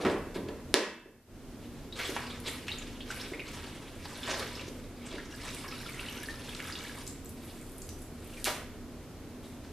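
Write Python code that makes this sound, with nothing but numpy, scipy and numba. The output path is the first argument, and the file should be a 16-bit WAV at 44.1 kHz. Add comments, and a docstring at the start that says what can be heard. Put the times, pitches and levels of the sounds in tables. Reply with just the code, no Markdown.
"""A live kitchen, with a spin mop worked in its bucket a few metres from a small camera's stereo microphone.
The plastic gear knocks at first. Wet strands swish as they drag and squelch as air pockets burst;
then the raised head drains in plinking bubbles, drips, and slaps onto the floor.
Ventilation hums behind it all, and the camera's gain control ducks after the hardest knock."""
import sys
import numpy as np
from scipy import signal
from scipy.fft import rfft, irfft
from scipy.io import wavfile
from numba import njit

SR = 44100
rng = np.random.default_rng(int(sys.argv[2]) if len(sys.argv) > 2 else 0)


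def transcribe(u):
    """Save the signal u as a 16-bit wav file named by the first command-line argument.

    u: samples, shape (n,) or (channels, n), limited to [-1, 1]; the rate is SR.
    q: integer samples, one column per channel.
    """
    v = np.clip(np.atleast_2d(u).T, -1, 1)
    q = np.round(v * 32767).astype(np.int16)
    wavfile.write(sys.argv[1], SR, q)


N = 428652
TIME = np.arange(N) / SR

# Pushes of the mop, a few metres off: start_s, swell_s, relative_level_db, fade_s, spray_offset_db
MOP_STROKES = [(0.0, 0.0099, -43.5, 0.12, -12.5), (0.343, .004, -42.5, 0.027, -13),
               (1.57, 0.052, -59.5, 0.32, -13), (1.95, 0.049, -37, 0.18, -13.5),
               (2.285, 0.03, -43.5, 0.079, -32), (2.43, 0.035, -39, 0.068, -24),
               (2.475, 0.009, -37.5, 0.073, -8.5), (2.663, 0.0084, -45.5, 0.33, -17),
               (3.039, 0.11, -42, 0.18, -14), (3.44, 0.042, -45, 0.49, -17),
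               (3.99, 0.099, -46, 0.45, -11.5), (4.221, 0.1, -34, 0.15, -18.5),
               (4.55, 0.065, -46.5, 0.051, -20), (5.0, 0.13, -47.5, 0.22, -40.5),
               (5.39, 0.11, -40, 0.03, -16), (6.93, .04, -50, .12, -5), (7.3, 0.21, -54.5, .15, -8),
               (8.12, 0.35, -51.5, 0.037, -3.5), (9.42, 0.039, -59, 0.089, -5), (9.63, .025, -50, .04, -26)]
def strokes(fade_power=1.1):
    """Rubbing and spray gains of the pushes: each swells, then dies away ever faster."""
    effort, mist = np.zeros(N), np.zeros(N)
    for start_s, swell_s, level_db, fade_s, spray_db in MOP_STROKES:
        age = TIME - start_s
        swell = np.sin(np.pi / 2 * np.clip(age / swell_s, 0, 1))
        shape = swell * np.exp(-(np.maximum(age - swell_s, 0) / fade_s) ** fade_power)
        effort = np.hypot(effort, undb(level_db) * shape)
        mist = np.hypot(mist, undb(level_db + spray_db) * shape)
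    return effort, mist


# Spectrum of wet strands rubbing: frequency_hz, relative_level_db
STRAND_SPECTRUM = [(240, -37), (400, -1.5), (507, 1.5), (654, -10), (758, -6), (948, -2.5), (1070, -5.5),
                   (1460, -7.5), (3410, -5), (8320, -18), (10200, -19), (14000, -44)]
def swish(rub_db=-2, froth_db=-7, spray_db=-4, pressed_db=-48, bubbles=9000):
    """Wet strands drag in uneven slips; froth pops between them and throws a fine spray."""
    effort, mist = np.hypot(strokes(), seepage())
    slips = gurgle() * undb(4 * wander(70))
    rub = unit_rms(colour(slips, STRAND_SPECTRUM))
    froth, spray = np.zeros(N), np.zeros(N)
    for pop_at, pitch, chance, spray_at in rng.uniform(1e-3, 1, (bubbles, 4)):
        weight = min(-np.log(chance), 4.5)  # many faint, a few loud
        # small bubbles die sooner but snap harder
        pop = (1 + pitch) * bubble(1000 * 6 ** pitch, cycles=5, glide=.039)
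        add(froth, pop_at * N / SR, undb(3 * weight) * pop)
        droplet = bubble(7000 + 6000 * pitch, cycles=3, glide=.005)
        add(spray, spray_at * N / SR, undb(5 * weight) * droplet)
    squeeze = np.minimum(effort / undb(pressed_db), 1)  # only a pressed head foams
    strands = undb(rub_db) * rub + squeeze * undb(froth_db) * unit_rms(froth)
    return effort * strands, mist * undb(spray_db) * unit_rms(spray)


def gurgle(flicker_db=5, flicker_per_s=45):
    """Noise in bands that well up and close on their own, like shifting pockets of water."""
    return sum(noise_band(hz, .35 * hz) * undb(flicker_db * wander(flicker_per_s))
               for hz in np.geomspace(300, 13000, 16))


# Air pockets bursting from the strands: start_s, relative_level_db, pitch_hz
AIR_POCKETS = [(1.925, -34, 3710), (2.0516, -27.5, 3270), (2.691, -28, 2680), (2.717, -26.5, 3660),
               (2.784, -34.5, 6770), (3.006, -31, 3090), (3.104, -28.5, 1460), (3.213, -33, 5120),
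               (3.3352, -30.5, 2020), (3.3951, -26, 2360), (4.2315, -29.5, 3340), (4.5534, -37, 5040),
               (4.595, -32.5, 2680), (5.183, -29.5, 1564), (5.643, -29, 1097), (5.681, -36, 5200),
               (5.891, -33.5, 2210), (5.9936, -28.5, 2610), (6.0852, -30.5, 2840), (6.491, -33, 3240),
               (6.724, -32, 4700), (6.7545, -30, 3460)]
def squelches(gain_db=-3, puff_db=-9, puff_fade_s=.014, follower_db=-9, spread_s=.029, ring_s=.0057):
    """Each pocket bursts with one rising pop, a puff of froth and four smaller pops near its pitch."""
    out = np.zeros(N)
    for start_s, level_db, hz in AIR_POCKETS:
        add(out, start_s, undb(level_db) * bubble(hz, cycles=max(ring_s * hz, 1), glide=.035))
        puff = burst(noise_band(hz, .28 * hz, 2048), puff_fade_s)
        add(out, start_s, undb(level_db + puff_db) * puff)
        for lag, detune in rng.random((4, 2)):
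            follower = bubble(hz * 2 ** (detune - .3), cycles=6.8, glide=.027)
            add(out, start_s + spread_s * lag, undb(level_db + follower_db) * follower)
    return undb(gain_db) * out


# Knocks of mop gear and feet: start_s, strength_db, brightness_hz
CONTACTS = [(0.0505, 4.5, 1360), (0.066, 0, 1640), (0.085, -12, 1480), (0.099, -3, 1690),
            (0.269, -9.5, 600), (0.359, -4.5, 1100), (0.463, -10, 710), (0.488, -7.5, 1190),
            (0.7414, 20, 10700), (1.058, -2.5, 596), (2.091, -5, 600), (3.319, -7.5, 700),
            (4.68, -9.5, 550), (5.14, -9, 600), (8.471, -13.5, 700)]
# Spectrum of the gear's hollow body: frequency_hz, relative_level_db
BODY_SPECTRUM = [(59, -73.5), (100, -50), (206, -10), (259, -3), (400, 0), (471, -3), (568, -7.5),
                 (759, -13.5), (933, -10.5), (1410, -16), (1730, -14), (2090, -16.5), (4880, -17),
                 (12100, -31), (14000, -52.5)]
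# Ringing of the gear: pitch_hz, width_hz, gain_db
RING_MODES = [(328.3, 10, 13.5), (428, 22, 6), (556, 6, 10), (600, 8.1, 16.5), (1030, 50, -2.5),
              (1720, 8.1, 19), (1905, 11, 16), (2300, 5, 9), (2640, 3.3, 18), (2700, 5, 12)]
# Sharp crack of hard plastic: pitch_hz, width_hz, gain_db
SHELL_MODES = [(1700, 120, -1.5), (2980, 240, 11), (3550, 490, 9), (5600, 590, 5.5), (9370, 550, 6)]
def knocks():
    """Blows crack and ring the hollow plastic; softer ones push longer. Returns body and attack."""
    force, age = np.zeros(N), np.arange(1, 1024) / SR
    for start_s, strength_db, brightness_hz in CONTACTS:
        contact = age * np.exp(-2 * np.pi * brightness_hz * age)
        add(force, start_s, undb(strength_db) * contact / contact.sum())
    body = colour(force, BODY_SPECTRUM)
    ring = sum(undb(db) * resonate(body, hz, width) for hz, width, db in RING_MODES)
    # neighbouring modes of the shell start in opposite directions
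    crack = sum((-1) ** k * undb(db) * resonate(force, hz, width)
                for k, (hz, width, db) in enumerate(SHELL_MODES))
    return undb(5) * body + undb(-7) * ring, undb(1) * crack + undb(-6) * ring


# Thuds of bucket and gear, then slaps and sloshes of the wet head:
# start_s, relative_level_db, centre_hz, fade_s
THUDS_AND_SLAPS = [(0.001, -34.5, 423, 0.32), (0.047, -26, 220, 0.042), (0.0505, -27, 1070, .03),
                   (0.361, -40.5, 216, 0.11), (0.485, -43, 2300, 0.0073), (1.988, -36.5, 2060, 0.062),
                   (2.1641, -24, 1240, 0.0034), (2.168, -35.5, 1090, 0.047), (2.682, -31.5, 2160, 0.0058),
                   (4.275, -31, 1240, 0.014), (4.28, -38, 517, .15), (6.549, -34.5, 2980, .0027),
                   (6.602, -33, 1700, 0.0031), (8.4433, -18.5, 7300, 0.00082)]
def thuds_and_slaps():
    """Each thud, slap or slosh is a broad burst of noise that dies away."""
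    out = np.zeros(N)
    for start_s, level_db, hz, fade_s in THUDS_AND_SLAPS + floor_landing():
        add(out, start_s, undb(level_db) * burst(noise_band(hz, 1.26 * hz, 8192), fade_s))
    return out


def floor_landing(start_s=8.4482, spread_s=.023, tips_hz=9000, bulk_hz=740):
    """Strands land in bunches, ever heavier, lower and further apart. Rows like THUDS_AND_SLAPS."""
    return [(start_s + spread_s * k ** 2, -35 + 4.5 * k,
             tips_hz * (bulk_hz / tips_hz) ** k, .049 - .007 * k) for k in np.linspace(0, 1, 4)]


# Water running off the raised head into the bucket: time_s, bubbles_per_s
RUNOFF_RATE = [(5.3, 5.7), (5.55, 75), (6.05, 149), (6.35, 34), (6.7, 157), (6.93, 75), (7.03, 3)]
def runoff(time_s):
    """Bubbles per second as the water drains."""
    return np.interp(time_s, *np.transpose(RUNOFF_RATE), left=0, right=0)


def trickle(faintest_db=-43, low_hz=1220, octaves=2.534, tries=1800):
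    """Falling threads of water trap bubbles that plink as they rise."""
    out = np.zeros(N)
    for when, chance, pitch, size in rng.uniform(1e-3, 1, (tries, 4)):
        start_s = when * N / SR
        if chance * tries < runoff(start_s) * N / SR:
            weight = min(-np.log(size), 3)
            ring = bubble(low_hz * 2 ** (octaves * pitch), cycles=7, glide=.0056)
            add(out, start_s, undb(faintest_db + 3 * weight) * ring)
    return out


def seepage(full_flow_per_s=123, drizzle_start_s=7.33, drizzle_length_s=.8):
    """Seeping and spray gains follow the runoff; a last drizzle falls as the head crosses the floor."""
    flow = (runoff(TIME) / full_flow_per_s) ** .31
    progress = np.clip((TIME - drizzle_start_s) / drizzle_length_s, 0, 1)
    drizzle = 2 * np.sqrt(progress * (1 - progress))
    return undb(-47) * flow, undb(-57.5) * flow + undb(-59) * drizzle


# Ticks of spray from the working mop, then drops off the lifted head:
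# start_s, relative_level_db, pitch_hz
WATER_TICKS = [(2.102, -32.5, 10200), (2.401, -39, 10100), (5.547, -32, 8600), (6.2322, -35, 10500),
               (7.0673, -34, 6000), (7.0766, -30.5, 7500), (7.2464, -40, 12700), (7.258, -39.5, 7800),
               (7.293, -36.5, 10300), (7.7822, -39, 9800), (7.819, -34.5, 7340), (7.891, -34.5, 6030),
               (8.019, -40.5, 10300)]
def water_ticks(gain_db=1, splash_db=-12, splash_fade_s=.0038):
    """Flung or falling, a drop ticks where it lands and spatters."""
    out = np.zeros(N)
    for start_s, level_db, hz in WATER_TICKS:
        splash = burst(resonate(noise(512), hz, hz / 2), splash_fade_s)
        add(out, start_s, undb(level_db) * bubble(hz, cycles=4, glide=.0015))
        add(out, start_s, undb(level_db + splash_db) * splash)
    return undb(gain_db) * out


def plink(start_s=6.2865, gain_db=-31.5, pitch_hz=1787, ring_s=.017):
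    """One large bubble at the surface in the bucket rings at an almost steady pitch."""
    out = np.zeros(N)
    add(out, start_s, undb(gain_db) * bubble(pitch_hz, cycles=ring_s * pitch_hz, glide=.0067))
    return out


# Ventilation hum in the room's resonances: pitch_hz, width_hz, relative_level_db
HUM_BANDS = [(30, 7.5, -55), (83.2, 12.5, -56.5), (129.5, 11, -65.5), (240.4, 3.8, -55.5),
             (270.5, 5.6, -62.5)]
# Rush of air all around the microphone: frequency_hz, relative_level_db
AIR_SPECTRUM = [(12, -28), (20, -7.5), (107, -4), (138, -4.5), (186, -9), (252, -2.5), (298, -5.5),
                (476, -11), (517, -14), (610, -15), (872, -21.5), (1320, -23.5), (2110, -27.5), (3100, -30),
                (14500, -40.5)]
def ventilation(air_db=-46.5):
    """Steady rush of air with a few low, wavering resonances."""
    def rush():
        hum = sum(undb(db) * unit_rms(noise_band(hz, width)) for hz, width, db in HUM_BANDS)
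        return hum + undb(air_db) * unit_rms(colour(noise(), AIR_SPECTRUM))
    return widen(rush(), rush())


# Time the kitchen takes to fall by 60 dB: frequency_hz, reverb_s
KITCHEN_DECAY = [(100, 1.15), (350, 0.3735), (2000, 0.6658), (5000, 0.43), (11000, 0.42)]
def kitchen(x, samples=32768, onset_s=.00043):
    """Dense reflections from cabinets and floor, lingering longest in the bass."""
    age, hz = np.arange(samples) / SR, np.fft.rfftfreq(samples, 1 / SR)
    spectra = rfft(widen(noise(samples), noise(samples)))
    edges_hz = [0, *np.geomspace(150, SR / 2, 12)]
    tail = np.zeros((2, samples))
    for low, high in zip(edges_hz, edges_hz[1:]):
        band = irfft(spectra * ((hz >= low) & (hz < high)))
        reverb_s = curve_at(KITCHEN_DECAY, (low + high) / 2)
        tail += band * undb(-60 * age / reverb_s)
    tail *= np.clip(age / onset_s, 0, 1)
    return np.array([convolve(x, channel / np.linalg.norm(channel)) for channel in tail])


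# Stereo width of the room at the microphone: frequency_hz, side_over_mid_db
STEREO_WIDTH = [(30, -11), (280, -23), (700, -14), (1400, -14), (2800, -7.5), (5500, -1), (13000, -1)]
def widen(mid, side):
    """Diffuse sound at two close microphone ports: alike in the bass, unlike in the treble."""
    hz = np.fft.rfftfreq(len(side), 1 / SR)
    side = irfft(rfft(side) * undb(curve_at(STEREO_WIDTH, hz)), len(side))
    return np.array([mid + side, mid - side])


def bubble(hz, cycles, glide):
    """A damped ring whose pitch rises as it dies; it falls to 1/e in about `cycles` periods."""
    age = np.arange(int(6 * cycles * SR / hz) + 2) * hz / SR / cycles
    return np.exp(-age) * np.sin(2 * np.pi * cycles * age * (1 + glide * age))


def burst(x, fade_s):
    """Scale to rms 1, then fade exponentially."""
    return unit_rms(x) * np.exp(-np.arange(len(x)) / SR / fade_s)


def noise(samples=N):
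    """White noise."""
    return rng.standard_normal(samples)


def noise_band(hz, width_hz, samples=N):
    """Noise passed twice through one resonance."""
    return resonate(resonate(noise(samples), hz, width_hz), hz, width_hz)


def wander(rate_per_s):
    """Random drift with a spread near 1."""
    knots = noise(N // 50)
    return np.interp(TIME * rate_per_s, np.arange(len(knots)), knots)


def resonate(x, hz, width_hz):
    """One resonance, gain 1 at its centre."""
    hz = min(hz, .45 * SR)
    return signal.lfilter(*signal.iirpeak(hz, hz / min(width_hz, SR / 3), SR), x)


def colour(x, spectrum, size=8192):
    """Causal filter of unit energy with a given spectrum."""
    gain = undb(curve_at(spectrum, np.fft.rfftfreq(size, 1 / SR)))
    cepstrum = irfft(np.log(gain))
    cepstrum[1:size // 2] *= 2  # fold to minimum phase
    cepstrum[size // 2 + 1:] = 0
    response = irfft(np.exp(rfft(cepstrum)))
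    return convolve(x, response / np.linalg.norm(response))


def convolve(x, response):
    """Play a sound through an impulse response."""
    return signal.fftconvolve(x, response)[:len(x)]


def curve_at(points, hz):
    """Read a table on a log-frequency axis."""
    knots_hz, values = np.transpose(points)
    return np.interp(np.log(hz + 1), np.log(knots_hz), values)


def add(track, start_s, sound):
    """Mix a sound into a track at a time."""
    i = max(int(start_s * SR), 0)
    track[i:i + len(sound)] += sound[:max(N - i, 0)]


def undb(db):
    """Decibels to gain."""
    return 10 ** (np.asarray(db) / 20)


def unit_rms(x):
    """Scale to rms 1."""
    return x / np.sqrt(np.mean(x ** 2))


def scene():
    """From a few metres off, the knocks' body arrives mostly by the walls, their crack mostly straight."""
    strands, spray = swish()
    body, crack = knocks()
    mop = strands + squelches() + trickle() + plink() + thuds_and_slaps()
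    ticks = spray + water_ticks()
    direct = undb(-1) * mop + undb(2) * ticks + undb(-15.5) * body + crack
    room = kitchen(undb(-4) * mop + undb(4) * ticks + body + undb(-31) * crack)
    balance = undb([[-.25], [.25]])  # a touch to the right
    return (direct + room + ventilation()) * balance


@njit
def gain_control(level, threshold, attack_s, hold_s, release_s):
    """A peak over the threshold pulls the gain down; it is held, then let go."""
    out, gain, goal, wait_s = np.empty(len(level)), 1., 1., 0.
    for i in range(len(level)):
        wait_s -= 1 / SR
        if level[i] * goal > threshold:
            goal, wait_s = threshold / level[i], hold_s
        elif wait_s < 0:
            goal += (1 - goal) / (release_s * SR)
        gain += (goal - gain) * min(1., 1 / (attack_s * SR))
        out[i] = gain
    return out


def record(dry):
    """The camera ducks after a loud peak, rounds what slips through, hisses faintly and cuts the top."""
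    ceiling, hiss_db, top_hz = .8, -69, 14300
    gain = gain_control(np.abs(dry).max(axis=0), threshold=.43, attack_s=.0001, hold_s=.52, release_s=.12)
    rounded = ceiling * np.tanh(dry * gain / ceiling)
    hiss = undb(hiss_db) * np.array([noise(), noise()])
    lowpass = signal.ellip(10, .2, 70, top_hz, fs=SR, output="sos")
    return signal.sosfilt(lowpass, rounded + hiss)


dry = scene()
out = record(dry)
transcribe(out)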